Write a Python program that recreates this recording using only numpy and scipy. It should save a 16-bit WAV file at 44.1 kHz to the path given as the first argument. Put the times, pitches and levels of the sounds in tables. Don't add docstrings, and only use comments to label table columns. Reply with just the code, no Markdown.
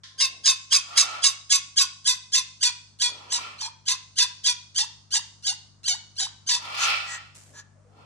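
import sys
import numpy as np
from scipy import signal
from scipy.fft import rfft, irfft, next_fast_len
from scipy.io import wavfile
from scipy.ndimage import uniform_filter1d, map_coordinates

SR = 44100
rng = np.random.default_rng(int(sys.argv[2]) if len(sys.argv) > 2 else 0)


def put_to_file(sound):
    columns = np.atleast_2d(sound).T
    safe = np.clip(columns, -1, 1)
    whole_steps = np.round(safe * 32767)
    wavfile.write(sys.argv[1], SR, whole_steps.astype(np.int16))


N = 355357
TIME = np.arange(N) / SR

# frequency in Hz, relative level in dB.
ROOM_AIR_SPECTRUM = [(20, -38.5), (36, -29.5), (55, -8), (120, -13), (250, -13.5), (450, -24), (1200, -23),
                     (3500, -41), (6500, -33), (9500, -40), (12000, -73.5)]
REVERB_SPECTRUM = [(300, 0), (1000, 10), (2500, 10.5), (5000, -2), (9000, -5.5), (11000, -26)]
BUMP_SPECTRUM = [(120, -50.5), (230, -5), (340, -7.5), (550, -5.5), (800, -11.5), (2000, -55)]
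FLEECE_SPECTRUM = [(2000, -6.5), (4000, -8.5), (7500, -0.5), (9500, -6.5), (12000, -17)]
DRAG_LOW_SPECTRUM = [(120, -69), (200, -62.5), (273, -8), (398, -12.5), (674, 0.5), (1090, -4), (1240, 4.5),
                     (1380, 3.5), (1600, -20.5), (1900, -9), (2470, -60.5), (4180, -120)]
DRAG_HISS_SPECTRUM = [(1060, -48), (1800, 3), (2170, -1.5), (2240, -3), (2670, 3.5), (3710, -0.5),
                      (5250, 6), (5690, -5), (9220, -14.5), (10100, -52.5), (12300, -49.5), (16000, -42),
                      (22000, -120)]
WHINE_AIR_SPECTRUM = [(350, -63.5), (600, -34), (919, -1), (1620, -2), (1830, -20.5), (2290, -11),
                      (6830, 3), (7450, -10), (9460, -12), (10100, -24), (12000, -21), (15600, -57),
                      (22000, -120)]
THROAT_AIR_SPECTRUM = [(600, -48.5), (1100, -19), (1800, -7), (2600, -18), (3400, 2.5), (4200, 2),
                       (5200, 6.5), (6400, 2.5), (8000, -9.5), (9400, -4.5), (12000, -26)]
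MOUTH_AND_CAGE_SPECTRUM = [(480, -7.5), (740, -10), (1000, 0), (1500, 3.5), (2200, 5), (2900, 2.5),
                           (3650, 4), (4200, 4), (4800, 3.5), (5400, 5), (6300, 6), (7200, 4.5), (9200, 8),
                           (10000, 1), (11300, 0), (12500, -23)]

# harmonic number, relative level in dB.
HUM_HARMONICS = [(1, -75), (2, -61), (3, -68.5), (4, -75.5)]
# frequency in Hz, seconds to fall by 60 dB.
REVERB_TIMES = [(300, 0.45), (1000, 0.45), (3000, 0.41), (6000, 0.64), (12000, 0.56)]
# time of the peak in seconds, length of each flank in seconds, level in dB.
SOFT_BUMPS = [(0.321, 0.18, -64.5), (3.12, 0.1, -59.5), (3.403, .21, -57.5), (6.676, 0.046, -66),
              (7.527, 0.066, -61.5), (7.993, .09, -60)]
# start in seconds, length in seconds, first pitch in Hz, last pitch in Hz, level in dB.
FALLING_CREAKS = [(7.746, 0.043, 720, 506, -61), (7.837, 0.043, 560, 434, -59),
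                  (7.84, 0.082, 960, 604, -73)]
# frequency in Hz, bandwidth in Hz, relative level in dB.
DRAG_RESONANCES = [(818, 16, -2.5), (1360, 75, -2), (2334, 12, 1.5), (2670, 300, -4.5), (3110, 390, -8),
                   (3460, 230, -12.5), (3970, 27, -4.5), (4280, 54, -1), (4910, 53, -10.5)]
# end of the attack in seconds, hold in seconds,
# relative levels of the low part and of the hiss in dB, hollow resonance in Hz.
DRAG_SWISHES = [(.94, 0.21, -39.5, -38.5, 1350), (3.14, 0.14, -53, -52, 1000),
                (3.37, 0.071, -46.5, -38.5, 1145), (6.64, 0.24, -41.5, -39, 1072),
                (6.82, 0.078, -37, -22.5, 1400), (7.0, 0.12, -48.5, -38.5, 1392),
                (7.99, .02, -56, -60, 1000)]
# frequency in Hz, lead of the left in radians.
LEFT_PHASE_LEAD = [(0, -1.5), (1460, 0.69), (3360, 1.5), (3880, 1.09), (5430, 4), (5860, 5.5), (6630, 8.5),
                   (7060, 6), (7840, 6.5), (8870, 8.5), (9730, 3), (10900, 2), (11600, 2.4), (12100, 13.5)]
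# time in seconds, extra lead of the right port in ms,
# level of right over left in dB.
MICROPHONE_AIM = [(.2, 0.048, 1.5), (.75, 0.048, 2.5), (1.25, 0.026, 3.4), (1.702, 0.0019, 1.5),
                  (3.6, 0.0021, 1), (6.5, 0, 0.5)]
# start in seconds, length in seconds, pitch in Hz, relative tone and air levels in dB.
HOARSE_WHINES = [(6.802, 0.078, 1406, -44, -26), (7.092, 0.094, 1905, -45.5, -39),
                 (7.563, 0.061, 1715, -55.5, -43.5)]
# relative level in dB, from the fundamental up.
WHINE_HARMONICS_DB = [8, -31, -20, 2.5]
SQUEAL_HARMONICS_DB = [-21.5, -4, -1.5, -7, -17, -20, -33]
# nominal time from the break in seconds, nominal pitch in Hz, relative level in dB.
SQUEAL_CONTOUR = [(-.04, 1330, -20), (-.03, 1400, -14), (-.022, 1440, -12), (-.019, 1560, -8),
                  (-.01, 1610, -3), (0, 1660, 1)]
# multiple of the high voice, multiple of the low voice, relative level in dB.
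COMBINATION_TONES = [(0, 2, -18), (1, -1, -21.5), (1, 0, -9.5), (1, 1, -5.5), (1, 2, -0.5), (2, -1, -13),
                     (2, 0, -6), (1, 3, -7.5), (2, 1, -3.5), (2, 2, -9), (3, 0, -13.5), (3, 1, -13.5),
                     (3, 2, -16), (4, 1, -12)]
# time in seconds, spectral tilt in dB.
GAPE_TILT = [(.2, -1), (.75, 0.75), (1.8, 0.52), (3.9, -0.74), (5.2, -0.44), (6.5, -1.5)]
# time of the break from squeal to yap in seconds, yap length in seconds, relative level
# in dB, squeal level against the yap in dB, low voice in Hz, high voice in Hz, roughness from 0 to 1.
CALLS = [ (.203, 0.045, -22, -6, 1085, 2664, 0.37), (0.458, 0.047, -18.5, -11, 1092, 2628, 0.72),
         (.726, 0.038, -19, -7, 1128, 2567, .75), (0.974, 0.038, -17.5, -11.5, 1173, 2667, 0.9),
         (1.239, .037, -19, -8.5, 1115, 2670, 0.69), (1.517, 0.04, -20, -1, 1120, 2554, 0.58),
         (1.783, 0.039, -20, -2, 1105, 2578, 0.63), (2.071, 0.041, -21, -5, 1019, 2568, 0.42),
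         (2.345, 0.04, -22, 0, 1044, 2575, 0.57), (2.63, 0.045, -21.5, -9, 979.4, 2477, 0.47),
         (3.017, .051, -23.5, -6, 975.5, 2447, 0.47), (3.322, 0.041, -26.5, -8, 950, 2880, 1),
         (3.611, 0.05, -35, -3.5, 888, 2440, 0.84), (3.881, 0.043, -25.5, -6, 1025, 2620, 0.7),
         (4.185, 0.046, -20, -9.5, 990, 2562, 0.7), (4.463, 0.037, -21.5, -3, 972, 2454, 0.54),
         (4.783, 0.034, -24, -1, 841, 2710, 0.8), (5.142, .026, -23, -3.5, 850.5, 2848, 0.7),
         (5.47, 0.033, -25.5, -4, 748.6, 2860, 0.4), (5.879, 0.047, -25, -4, 731, 2938, 0.35),
         (6.198, 0.044, -28, -2.5, 778, 3043, 0.8), (6.491, 0.06, -24, -5.5, 977, 2644, .75)]

USUAL_LOW_HZ = 976.7


def from_db(db):
    return 10 ** (np.asarray(db) / 20)


def unit_rms(x):
    return x / np.sqrt(np.mean(x ** 2) + 1e-20)


def at_hz(points, hz):
    frequencies, values = np.transpose(points)
    return np.interp(np.log(np.maximum(hz, 1)), np.log(frequencies), values)


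def coloured(x, spectrum):
    size = next_fast_len(x.shape[-1] + 2048)
    gain = from_db(at_hz(spectrum, np.fft.rfftfreq(size, 1 / SR)))
    return irfft(rfft(x, size) * gain, size)[..., :x.shape[-1]]


def noise(spectrum, shape):
    return unit_rms(coloured(rng.standard_normal(shape), spectrum))


def wobble(rate_hz, size):
    lowpass = signal.butter(2, rate_hz, fs=SR, output="sos")
    return unit_rms(signal.sosfilt(lowpass, rng.standard_normal(2 * size))[size:])


def phase_of(hz):
    return 2 * np.pi * np.cumsum(hz) / SR


def swell(times, db):
    return from_db(np.interp(TIME, times, db, left=-np.inf, right=-np.inf))


def decay(start, db, db_per_s, open_s=1.0):
    gate = np.interp(TIME, [start - .002, start, start + open_s, start + 2 * open_s], [0, 1, 1, 0])
    return gate * from_db(db - db_per_s * np.maximum(TIME - start, 0))


def background(mains_hz=50, rise_db_per_s=0.68):
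    hum = 0
    for k, db in HUM_HARMONICS:
        phase = 2 * np.pi * k * mains_hz * TIME + rng.uniform(0, 2 * np.pi)
        hum += np.sqrt(2) * from_db(db) * np.sin(phase)
    shared_air = from_db(-72) * noise(ROOM_AIR_SPECTRUM, N)
    diffuse_air = from_db(-67.5) * noise(ROOM_AIR_SPECTRUM, (2, N))
    return from_db(-2.5 + rise_db_per_s * TIME) * (hum * from_db([[2.2], [-3]]) + shared_air + diffuse_air)


def reflections(x, room_db, cage_db=-10, cage_t60_s=0.062, gap_s=0.015):
    t = TIME[:SR * 3 // 4]
    tail, edges = 0, np.geomspace(150, 15000, 9)
    for low, high in zip(edges, edges[1:]):
        bandpass = signal.butter(2, [low, high], "band", fs=SR, output="sos")
        band = signal.sosfilt(bandpass, rng.standard_normal((2, len(t))))
        tail += band * from_db(-60 * t / at_hz(REVERB_TIMES, np.sqrt(low * high)))
    tail = coloured(tail, REVERB_SPECTRUM) * (t > gap_s)
    cage = rng.standard_normal((2, len(t))) * from_db(-60 * t / cage_t60_s) * (t > .001)
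    response = (from_db(cage_db) * unit_rms(cage) + from_db(room_db) * unit_rms(tail)) / np.sqrt(len(t))
    return signal.fftconvolve(np.atleast_2d(x), response, axes=1)[:, :N]


def room_ring(hz=1050):
    tone = from_db(-10) * wobble(11, N) * np.sin(2 * np.pi * hz * TIME)
    air = coloured(noise(THROAT_AIR_SPECTRUM, (2, N)), REVERB_SPECTRUM)
    return decay(start=.036, db=-43, db_per_s=112.5) * (air + tone)


def bumps():
    envelope = sum(swell([peak - flank, peak, peak + flank], [db - 10.5, db, db - 13])
                   for peak, flank, db in SOFT_BUMPS)
    return envelope * noise(BUMP_SPECTRUM, N)


def creaks(jitter=0.038):
    out = np.zeros(N)
    for start, length, first_hz, last_hz, db in FALLING_CREAKS:
        pitch = np.interp(TIME, [start, start + length], [first_hz, last_hz])
        phase = phase_of(pitch * (1 + jitter * wobble(221, N)))
        out += swell([start, start + length / 3, start + length], [db - 30, db, db - 6]) * np.sin(phase)
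    return out


def fleece_rustle(grain_db=3):
    envelope = decay(start=7.348, db=-51, db_per_s=48, open_s=0.16)
    return envelope * noise(FLEECE_SPECTRUM, (2, N)) * from_db(grain_db * wobble(230, N))


def stick_slip(rate_hz=55, depth_db=3):
    return from_db(depth_db * wobble(rate_hz, N))


def resonances(modes):
    white = rng.standard_normal((2, N))
    return unit_rms(sum(from_db(db) * signal.lfilter(*signal.iirpeak(hz, hz / width, fs=SR), white)
                        for hz, width, db in modes))


def swish(start, attack, hold, db, release_db_per_s):
    attack_db = -10 * np.clip((start - TIME) / attack, 0, 10)
    release_db = -release_db_per_s * np.clip(TIME - start - hold, 0, 1)
    return from_db(db + attack_db + release_db)


def dragging(attack_s=0.0625, rise_hz=166.6, hollow_spread_hz=90):
    low_gain, hiss_gain, glide = 0, 0, []
    for start, hold, low_db, hiss_db, hz in DRAG_SWISHES:
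        low_gain = np.maximum(low_gain, swish(start, attack_s, hold, low_db, release_db_per_s=136.5))
        hiss_gain = np.maximum(hiss_gain, swish(start, attack_s, hold, hiss_db, release_db_per_s=143.5))
        glide += [(start - attack_s, hz - rise_hz), (start + .07, hz)]
    carrier = np.exp(1j * phase_of(np.interp(TIME, *np.transpose(glide))))
    sidebands = np.array([wobble(hollow_spread_hz, N) + 1j * wobble(hollow_spread_hz, N) for _ in range(2)])
    hollow = np.real(carrier * sidebands)
    low = noise(DRAG_LOW_SPECTRUM, (2, N)) + from_db(-3) * hollow * stick_slip()
    hiss = from_db(-2.5) * noise(DRAG_HISS_SPECTRUM, (2, N))
    hiss += from_db(-0.5) * resonances(DRAG_RESONANCES) * stick_slip()
    grain = from_db(-7.5 - wobble(90, N))
    return grain * (low_gain * low + hiss_gain * hiss)


def at_ports(x):
    size = next_fast_len(N + 2048)
    lead = np.interp(np.fft.rfftfreq(size, 1 / SR), *np.transpose(LEFT_PHASE_LEAD))
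    right = irfft(rfft(x, size) * np.exp(-1j * lead), size)[:N]
    times, early_ms, pan_db = np.transpose(MICROPHONE_AIM)
    early_samples = np.interp(TIME, times, early_ms) * SR / 1000
    right = map_coordinates(right, [np.arange(N) + early_samples], order=3)
    return np.array([x, right]) * from_db(np.interp(TIME, times, pan_db) / 2 * np.array([[-1], [1]]))


def whines(jitter=0.055, edge_s=0.038):
    out, air = np.zeros(N), noise(WHINE_AIR_SPECTRUM, N)
    for start, length, hz, tone_db, air_db in HOARSE_WHINES:
        end = start + length
        gate = np.interp(TIME, [start - edge_s, start + edge_s, end - edge_s, end], [0, 1, 1, 0])
        phase = phase_of(hz * (1 + jitter * wobble(500, N)))
        tone = np.sqrt(2) * sum(from_db(db) * np.sin(k * phase) for k, db in enumerate(WHINE_HARMONICS_DB, 1))
        out += gate * (from_db(tone_db) * tone + from_db(air_db) * air)
    return out


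def squeal(t, tension, usual_length_s=0.028, release_db_per_s=1800, opening_s=0.016):
    size = len(t)
    length = usual_length_s * tension ** -1.7
    tuning = tension ** .04 * (1 + .015 * rng.standard_normal())
    times, hz, db = np.transpose(SQUEAL_CONTOUR)
    times = times * np.exp(0.11 * rng.standard_normal())
    jitter = 1 + 0.0073 * wobble(450, size) + .012 * wobble(50, size)
    phase = phase_of(tuning * np.interp(t, times, hz) * jitter)
    tone = sum(from_db(level + 3 * wobble(40, size)) * np.sin(k * phase)
               for k, level in enumerate(SQUEAL_HARMONICS_DB, 1))
    opening = np.clip((t + length) / opening_s, 0, 1)
    catch_db = 1.5 * wobble(160, size)
    gain = opening * from_db(np.interp(t, times, db) + catch_db - release_db_per_s * np.maximum(t, 0))
    airiness = from_db(np.interp(t, [-length, -length / 2], [3, -11]))
    lip_tick = from_db(-16) * np.exp(-np.abs(t + length) / 0.0005) * (t > -length)
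    return gain * unit_rms(tone) + (gain * airiness + lip_tick) * noise(THROAT_AIR_SPECTRUM, size)


def two_voices(low_pitch, high_pitch, chaos, progress, tension, bite_from_hz=4640, bite_to_hz=3500):
    size = len(chaos)
    waver = 1 + 0.0123 * wobble(60, size)
    low_phase = phase_of(low_pitch * waver * (1 + 0.024 * chaos * wobble(390, size)))
    high_phase = phase_of(high_pitch * waver * (1 + 0.029 * chaos * wobble(600, size)))
    bite_hz = (bite_from_hz + (bite_to_hz - bite_from_hz) * progress) * (1 + .06 * rng.standard_normal())
    bite_db = 3 * tension ** 3.5
    voice = 0
    for m, n, db in COMBINATION_TONES:
        detuning = (m * high_pitch + n * low_pitch - bite_hz) / 500
        flicker_db = 6 * chaos * wobble(110, size)
        drift_db = 3.14 * wobble(17, size)
        gain = from_db(db + bite_db / (1 + detuning ** 2) + flicker_db + drift_db)
        voice += gain * np.sin(m * high_phase + n * low_phase + rng.uniform(0, 2 * np.pi))
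    return unit_rms(voice), low_phase


def yap(t, length, closing_db, low_hz, high_hz, rough, tilt_db,
        start_low_hz=1010, start_high_hz=3020, dip_hz=25.18, settle_s=.026, shut_s=0.028):
    size = len(t)
    progress = np.clip(t / length, 0, 1)
    unsettled = np.clip(1 - t / settle_s, 0, 1)
    closing = np.clip((t - length) / shut_s, 0, 1)
    shut_at = length + shut_s
    chaos = np.clip(rough * (1 - .35 * progress) + .35 * unsettled, 0, 1.1)
    low_pitch = low_hz + (start_low_hz - low_hz) * np.maximum(unsettled ** 2, .85 * closing ** 2)
    low_pitch += dip_hz * (2 / np.pi - np.sin(np.pi * np.clip(t / shut_at, 0, 1)))
    high_pitch = high_hz + (start_high_hz - high_hz) * unsettled - 60 * closing
    voice, low_phase = two_voices(low_pitch, high_pitch, chaos, progress, low_hz / USUAL_LOW_HZ)
    voice += from_db(-21.5) * unsettled * np.sin(2 * low_phase)
    air = noise(THROAT_AIR_SPECTRUM, size) * (1 + 0.65 * np.cos(low_phase))
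    voice += .75 * chaos * air
    harsh = coloured(voice, [(2000, -tilt_db), (3900, -2 * tilt_db), (6300, tilt_db), (12000, 2 * tilt_db)])
    harsh /= np.sqrt(uniform_filter1d(harsh ** 2, size=300) + 1e-9)
    release_db = -520 * np.maximum(t - length, 0)
    harsh *= from_db(-1.36 * progress + release_db + 1.2 * wobble(73, size))
    tone_db = np.interp(t, [0, .018, length, shut_at, shut_at + 0.0016], [-12, -5.5, -2, -5.5, -42],
                        right=-np.inf)
    tone_db += 3 * (closing - .5)
    closing_tone = np.sqrt(2) * np.sin(low_phase)
    closing_tone *= from_db(closing_db + tone_db + 7.2 * chaos * wobble(130, size))
    attack = np.clip((t + 0.0044) / 0.0087, 0, 1)
    return attack * (harsh + closing_tone)


def fox_calls(usual_yap_db=-20):
    out = np.zeros(N)
    before, after = SR // 12, SR // 6
    t = np.arange(-before, after) / SR
    for break_s, length, db, squeal_db, low_hz, high_hz, rough in CALLS:
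        lead_in = from_db(squeal_db) * squeal(t, tension=low_hz / USUAL_LOW_HZ)
        closing_db = -37.5 + 0.088 * (db - usual_yap_db)
        tilt_db = np.interp(break_s, *np.transpose(GAPE_TILT))
        body = yap(t, length, closing_db - db, low_hz, high_hz, rough, tilt_db)
        at = round(break_s * SR)
        out[at - before:at + after] += from_db(db) * (lead_in + body)
    return coloured(out, MOUTH_AND_CAGE_SPECTRUM)


def scene():
    voice = fox_calls() + whines()
    noises = dragging() + (bumps() + creaks())
    near = at_ports(voice) + reflections(voice, room_db=-16)
    far = noises + reflections(noises, room_db=-2)
    return near + far + fleece_rustle() + room_ring() + background()


def record(dry, ceiling=.85, cutoff_hz=12500):
    rounded = dry / (1 + (dry / ceiling) ** 6) ** (1 / 6)
    return signal.sosfilt(signal.ellip(10, .3, 80, cutoff_hz, fs=SR, output="sos"), rounded)


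dry = scene()
out = record(dry)
put_to_file(out)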